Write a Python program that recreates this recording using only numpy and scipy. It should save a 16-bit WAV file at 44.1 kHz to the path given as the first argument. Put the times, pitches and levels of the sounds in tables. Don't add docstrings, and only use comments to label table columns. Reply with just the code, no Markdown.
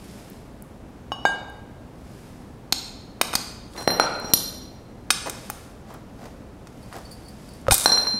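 import sys
import numpy as np
from scipy import signal
from scipy.fft import rfft, irfft
from scipy.io import wavfile
from scipy.ndimage import uniform_filter1d

SR = 44100
rng = np.random.default_rng(int(sys.argv[2]) if len(sys.argv) > 2 else 0)


def transcribe(u):
    v = np.clip(np.atleast_2d(u).T, -1, 1)
    q = np.round(v * 32767).astype(np.int16)
    wavfile.write(sys.argv[1], SR, q)


N = 361179
T = np.arange(N) / SR
LEFT_RIGHT = np.array([[1], [-1]])


def undb(db):
    return 10 ** (np.asarray(db) / 20)


def fade(t, t60):
    return np.exp(-np.log(1000) * t / t60)


def unit(x):
    return x / np.sqrt(np.mean(x ** 2))


def add(track, s, sound):
    i = int(s * SR)
    track[i:i + len(sound)] += sound[:N - i]


def colour(x, points):
    hz, db = np.transpose(points)
    f = np.maximum(np.fft.rfftfreq(len(x), 1 / SR), 1)
    gain = undb(np.interp(np.log(f), np.log(hz), db))
    return unit(irfft(rfft(x) * gain, len(x)))


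def crack(centre_hz, t60, octaves):
    t = np.arange(SR // 20) / SR
    f = np.maximum(np.fft.rfftfreq(len(t), 1 / SR), 1)
    away = np.log2(f / centre_hz) / octaves
    noise = irfft(rfft(rng.standard_normal(len(t))) * np.exp(-away ** 2 / 2), len(t))
    return 0.42 * unit(noise) * fade(t, t60)


def knock(hz, cycles, soft=5.9):
    t = np.arange(SR // 20) / SR
    band = [0.26 * hz, min(soft * hz, SR / 3)]
    contact = signal.butter(2, band, "band", fs=SR, output="sos")
    pulse = np.sin(2 * np.pi * hz * t) * fade(t, cycles / hz)
    return 1.815 * signal.sosfilt(contact, pulse)


def ring(modes, flat, held_t60):
    hz, edge_db, flat_db, free_t60 = np.transpose(modes)
    t60 = 1 / (1 / free_t60 + 1 / held_t60)
    t = np.arange(int(min(t60.max(), 1) * SR)) / SR
    db = edge_db + np.clip(flat, 0, 1) * (flat_db - edge_db)
    phase = 2 * np.pi * rng.random((len(hz), 1))
    tones = np.sin(2 * np.pi * hz[:, None] * t + phase) * fade(t, t60[:, None])
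    swell = 1 - fade(t, 0.002)
    return undb(db) @ tones * swell


def strike(hits, modes, cycles, crack_t60, crack_octaves):
    direct, sent = np.zeros((2, N))
    for s, knock_db, knock_hz, crack_db, crack_hz, ring_db, held_t60, room_db, flat in hits:
        parts = (undb(knock_db) * knock(knock_hz, cycles),
                 undb(crack_db) * crack(crack_hz, crack_t60, crack_octaves),
                 undb(ring_db) * ring(modes, flat, held_t60))
        for part in parts:
            add(direct, s, part)
            add(sent, s, undb(room_db) * part)
    return np.array([direct, sent])


def effort(strokes):
    drop_db = 21
    roundness = 1.9
    power = np.zeros(N)
    for s, db, rise, fall in strokes:
        away = np.minimum(np.maximum((s - T) / rise, (T - s) / fall), 5)
        power += undb(db - drop_db * away ** roundness) ** 2
    return np.sqrt(power)


def rub(strokes, spectrum, slips_per_s, catch_db):
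    slips = (rng.random(N) < slips_per_s / SR) * rng.standard_normal(N)
    catch = unit(uniform_filter1d(rng.standard_normal(N), size=300))
    return colour(slips * undb(catch_db * catch), spectrum) * effort(strokes)


def bar():
    # pitch in Hz, level in dB struck on an end,
    # level in dB struck flat, free fade time (t60) in seconds.
    modes = [(4137, 0, -8, .8), (5670, -7, -9, .7), (10594, -22, -6, .7), (11965, -26, 0, .55),
             (4180, -20, -20, .5), (4700, -22, -26, .15), (8166, -42, -28, .2), (9040, -24, -12, .45),
             (15510, -42, -25, .3)]
    # start in seconds, knock level in dB, knock pitch in Hz, crack level in dB,
    # ring level in dB, fade time (t60) in seconds the contact allows, flat share 0-1.
    blows = [(3.777, -38, 900, -29, -33, 3.3, 0.2), (3.876, -1.5, 521, -7, -15.5, 0.2, 0.21),
             (3.904, -11, 1400, -23, -18, 0.45, 0.46), (3.9984, -1.5, 900, -3, -17, 0.3, 0.1),
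             (4.245, -19, 305, -48, -32, 3.6, 0), (4.3356, -10.5, 309, -0.5, -2, 0.052, 0.91),
             (4.338, -10, 1290, -18, -26, 0.9, 0.48), (7.8588, -3.5, 720, -4, -4, 0.063, 0.1),
             (7.863, -19, 1500, -40, -17.5, 4.3, 0), (7.919, -16, 470, -20, -13, 0.36, 0),
             (7.975, -11, 1350, -42, -22.5, 5.2, 0), (8.07, -14, 1230, -37, -21.5, 0.26, 0)]
    end_crack_hz, flat_crack_hz = 1250, 5600
    end_room_db, flat_room_db = -3, -8.0
    hits = []
    for s, knock_db, knock_hz, crack_db, ring_db, held_t60, flat in blows:
        crack_hz = end_crack_hz * (flat_crack_hz / end_crack_hz) ** flat
        room_db = end_room_db + flat * (flat_room_db - end_room_db)
        hits.append((s, knock_db, knock_hz, crack_db, crack_hz, ring_db, held_t60, room_db, flat))
    return strike(hits, modes, cycles=2.37, crack_t60=0.012, crack_octaves=0.42)


def tongs(knock_hz=1200, ring_db=-2.0, room_db=-8.5, graze_hz=5000, graze_db_per_octave=-19):
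    # pitch in Hz, level in dB when a tip taps,
    # level in dB when the jaws clamp flat, free fade time (t60) in seconds.
    modes = [(243, -10, -18.5, .05), (756, -10, -12, 0.069), (1100, -21, -13.5, 0.061),
             (1406, -13.5, 0, 0.081), (1620, -13, -1.5, 0.037), (2086, -10.5, -5.5, 0.024),
             (2475, -17.5, 1.5, 0.24), (3040, -21.5, -4, .07), (3733, -15, -1, 0.27),
             (4320, -2.5, -21, 0.073), (4660, -2.5, -18, 0.06), (4990, -14, -4.5, 0.033),
             (5330, -13.5, -6.5, 0.28), (6150, -16.5, -10.5, 0.44), (6640, -11, -13, .12),
             (7930, -27.5, -12.5, 0.049), (8800, -15, 2.5, 0.36), (8600, -14, -20.5, 0.12),
             (9880, -23, -25.5, 0.11), (11370, -17.5, -14, .12), (12070, -12.5, -14, .12),
             (13400, -21.5, -21, .08), (15100, -23, -29, .1)]
    # start in seconds, crack level in dB, crack pitch in Hz, knock level in dB,
    # fade time (t60) in seconds the hand allows, flat share 0-1.
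    clacks = [(2.724, -5, 4100, -18.5, .028, 0.03), (3.213, -6, 1870, -6, 0.028, 0.56),
              (3.2143, -8.5, 10300, -28, 0.044, .3), (3.331, -25, 1500, -22, 0.046, 0.7),
              (3.337, -23, 2500, -13.5, .06, 0.67), (3.353, -5.5, 5110, -15, 0.038, 0.06),
              (5.1043, -7.5, 3450, -11, 0.019, 1), (5.107, -6, 6500, -24, .12, 0.47),
              (5.297, -15.5, 6540, -32, .03, 0.5), (5.500, -17, 10140, -18, .04, 1),
              (6.671, -38.5, 4000, -36.5, .03, 0.48), (6.927, -45, 3000, -25, .1, 0.21),
              (7.668, -46, 1700, -20, 0.026, 0.8), (7.6831, -23.5, 3170, -8, 0.019, 0.3),
              (7.7094, -8.5, 3500, -7.5, 0.074, 0.66), (7.728, -8, 9050, -29, 0.12, 0.4),
              (7.7415, -0.5, 10100, -37, .03, 0.4), (7.78, -8, 9250, -39, .06, 0.34)]
    hits = []
    for s, crack_db, crack_hz, knock_db, held_t60, flat in clacks:
        octaves_above = max(np.log2(crack_hz / graze_hz), 0)
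        clack_ring_db = crack_db + ring_db + graze_db_per_octave * octaves_above
        hits.append((s, knock_db, knock_hz, crack_db, crack_hz, clack_ring_db, held_t60, room_db, flat))
    return strike(hits, modes, cycles=4.6, crack_t60=0.026, crack_octaves=0.75)


def block(knock_hz=830, crack_hz=2160, room_db=-7.5):
    # pitch in Hz, level in dB struck on an edge,
    # level in dB struck flat, free fade time (t60) in seconds.
    modes = [(810, -23, -13, 0.035), (1084, 4.5, -27, 0.11), (1605, -17, 2.5, 0.85), (1580, -17, -22, 0.35),
             (2270, -22, -6.5, 0.044), (2924, 1, -11.5, 0.31), (3710, -17, -11.5, 0.23),
             (3840, -18, -18, 0.087), (4720, -19, -18, 0.2), (5420, -13.5, -37, 0.7),
             (6540, -19, -15, 0.11), (7400, -34, -24, 0.25), (7730, -39, -29, 0.35),
             (9160, -29, -28.5, 0.32), (10400, -29, -43, 0.32), (11970, -40, -43, 0.41),
             (14500, -30, -37, 0.26)]
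    # start in seconds, knock level in dB, crack level in dB, ring level in dB,
    # fade time (t60) in seconds the contact allows, flat share 0-1.
    blows = [(1.119, -18, -42, -23.5, 0.16, 0.13), (1.2525, -6, -16, -17, 1.3, 1)]
    hits = [(s, knock_db, knock_hz, crack_db, crack_hz, ring_db, held_t60, room_db, flat)
            for s, knock_db, crack_db, ring_db, held_t60, flat in blows]
    return strike(hits, modes, cycles=12.0, crack_t60=0.03, crack_octaves=0.96)


def brick(contact_t60=0.12, room_db=-2):
    # pitch in Hz, level in dB struck on an edge,
    # level in dB struck flat, free fade time (t60) in seconds.
    modes = [(614, -5, -5.5, 0.012), (840, -3.5, 1, 0.016), (1150, -1.5, -0.5, 0.014),
             (1395, -1, -3, 0.017), (1840, -10.5, -7, 0.017)]
    # start in seconds, level in dB, flat share 0-1.
    blows = [(3.8757, -6.5, 0.98), (3.998, -5, 0.01), (4.012, -19, 0.97), (7.8588, -11.5, 0.8)]
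    direct = np.zeros(N)
    for s, db, flat in blows:
        add(direct, s, undb(db) * ring(modes, flat, contact_t60))
    return np.array([direct, undb(room_db) * direct])


def thuds():
    # start in seconds, pitch in Hz, relative level in dB, fade time (t60) in seconds.
    bumps = [(5.499, 837, -23.5, 0.031), (7.682, 105, -19, 0.075), (7.6838, 1270, -21, 0.063),
             (7.684, 536, -7.5, 0.038), (7.703, 129, -20.5, 0.066), (7.71, 307, -18, 0.015),
             (7.7187, 61, -7.5, 0.032), (7.7205, 794, -11, 0.044), (8.14, 220, -28.5, 0.13)]
    out, t = np.zeros(N), np.arange(SR // 6) / SR
    for s, hz, db, t60 in bumps:
        swell = 1 - fade(t, 0.0045)
        add(out, s, 1.3 * undb(db) * np.sin(2 * np.pi * hz * t) * fade(t, t60) * swell)
    return out


def slide():
    # fastest moment in seconds, level in dB, rise in seconds, fall in seconds.
    strokes = [(3.82, -48, 0.15, .06), (7.735, -17.5, 0.028, 0.037), (7.83, -27, 0.1, 0.076)]
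    # frequency in Hz, level in dB.
    spectrum = [(100, -42.5), (400, -12.5), (800, -3), (2500, -14), (3400, -5), (3700, 1.5), (4000, -3.5),
                (6500, -2.5), (9200, 5), (12500, -6.5), (16000, -16)]
    return rub(strokes, spectrum, slips_per_s=16000, catch_db=4)


def drag():
    # fastest moment in seconds, level in dB, rise in seconds, fall in seconds.
    strokes = [(3.79, -33.5, 0.047, 0.08), (4.02, -39, 0.089, 0.1), (4.3, -39, 0.17, 0.048),
               (5.263, -27.5, .009, 0.037), (5.925, -43, 0.088, 0.08), (6.24, -41.5, 0.075, 0.081),
               (6.94, -39, .035, 0.11)]
    # frequency in Hz, level in dB.
    spectrum = [(60, -23), (250, -1.5), (750, 2.5), (1500, -7), (1950, -10), (2500, -16.5), (6000, -19),
                (16000, -33)]
    return rub(strokes, spectrum, slips_per_s=9000, catch_db=2.5)


def squeaks(rise_s=0.0039, fall_s=0.037, tick_db=9, tick_hz=9300):
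    # moment in seconds, level in dB.
    slips = [(6.83, -55), (6.929, -50), (6.956, -55), (7.053, -51.5), (7.113, -45), (7.126, -48),
             (7.251, -56), (7.284, -46.5), (7.49, -51), (7.536, -49.5)]
    # frequency in Hz, level in dB.
    spectrum = [(4000, -49), (4420, -37), (4490, 4.5), (4600, -25.5), (4730, -23), (4800, -2), (4890, -17),
                (5600, -31)]
    strokes = [(s, db, rise_s, fall_s) for s, db in slips]
    out = rub(strokes, spectrum, slips_per_s=1500, catch_db=4)
    for s, db in slips:
        add(out, s, undb(db + tick_db) * crack(tick_hz, t60=0.034, octaves=0.16))
    return out


def grit():
    # start in seconds, level in dB, pitch in Hz.
    grains = [(.30, -32, 12000), (0.623, -26.5, 10300), (1.499, -42, 10100), (3.735, -32.5, 3460),
              (3.764, -22, 2400), (4.199, -27, 10200), (5.94, -32.5, 10900), (6.965, -34, 12000),
              (6.985, -35, 9000), (7.614, -38, 7900)]
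    out = np.zeros(N)
    for s, db, hz in grains:
        add(out, s, undb(db) * crack(hz, t60=0.011, octaves=0.36))
    return out


def sleeve():
    # fastest moment in seconds, level in dB, rise in seconds, fall in seconds.
    swings = [(.12, -52.5, .45, 0.47), (2.2, -57, 0.35, 0.43), (5.47, -50.5, 0.35, 0.35),
              (6.25, -62.5, 0.25, .28), (6.95, -57.5, 0.44, 0.99), (7.52, -56.5, 0.31, 0.22)]
    # frequency in Hz, level in dB.
    spectrum = [(880, -26), (1500, -1.5), (2160, -0.5), (4290, -4.5), (5070, -1.5), (6060, -5.5),
                (10300, -6.5), (14500, -13.5), (16000, -31.5)]
    return rub(swings, spectrum, slips_per_s=22000, catch_db=1.0)


def room(x, build_s=0.013):
    # frequency in Hz, fade time (t60) in seconds, relative level in dB.
    echo_bands = [(100, .8, -0.5), (400, 1, -1.5), (1250, 0.84, -3), (4000, 0.85, -1), (8000, 0.6, 0.5),
                  (15000, .35, -7.5)]
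    t = np.arange(SR) / SR
    hz, t60, db = np.transpose(echo_bands)
    noise = rfft(rng.standard_normal(SR))
    log_f = np.log(np.maximum(np.fft.rfftfreq(SR, 1 / SR), 1))
    tail = np.zeros(SR)
    for k, peak in enumerate(np.eye(len(hz))):
        band = np.interp(log_f, np.log(hz), peak)
        tail += undb(db[k]) * irfft(noise * band, SR) * fade(t, t60[k])
    tail *= 1 - np.exp(-(t / build_s) ** 2)
    return signal.fftconvolve(x, 0.029 * tail)[:N]


def ventilation(level_db=-42.5, hum_db=-54, side_db=-28):
    # frequency in Hz, level in dB.
    spectrum = [(10, -28.5), (22, -9), (60, -1.5), (105, -6.5), (145, -6), (240, -4), (350, -11),
                (700, -15.5), (1000, -20.5), (1800, -29), (3000, -35), (6000, -40.5), (11000, -44.5),
                (16000, -51.5)]
    mid = undb(level_db) * colour(rng.standard_normal(N), spectrum)
    side = undb(level_db) * colour(rng.standard_normal(N), spectrum)
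    hum = np.sqrt(2) * np.sin(2 * np.pi * 120 * T)
    return mid + undb(hum_db) * hum + undb(side_db) * side * LEFT_RIGHT


def scene(copy_lag_s=.0011, copy_side_db=-31):
    direct, sent = bar() + tongs() + block() + brick()
    small = slide() + drag() + squeaks() + grit() + sleeve()
    bumps = thuds()
    sent = sent + undb(-8.0) * small + undb(-25) * bumps
    near = direct + small + bumps
    copy = np.interp(T - copy_lag_s, T, near)
    side = undb(copy_side_db) * copy + undb(-30) * room(sent)
    return near + room(sent) + side * LEFT_RIGHT + ventilation()


def record(dry, top_hz=15700):
    low_pass = signal.ellip(8, .2, 70, top_hz, fs=SR, output="sos")
    return signal.sosfilt(low_pass, np.clip(dry, -1, 1))


dry = scene()
out = record(dry)
transcribe(out)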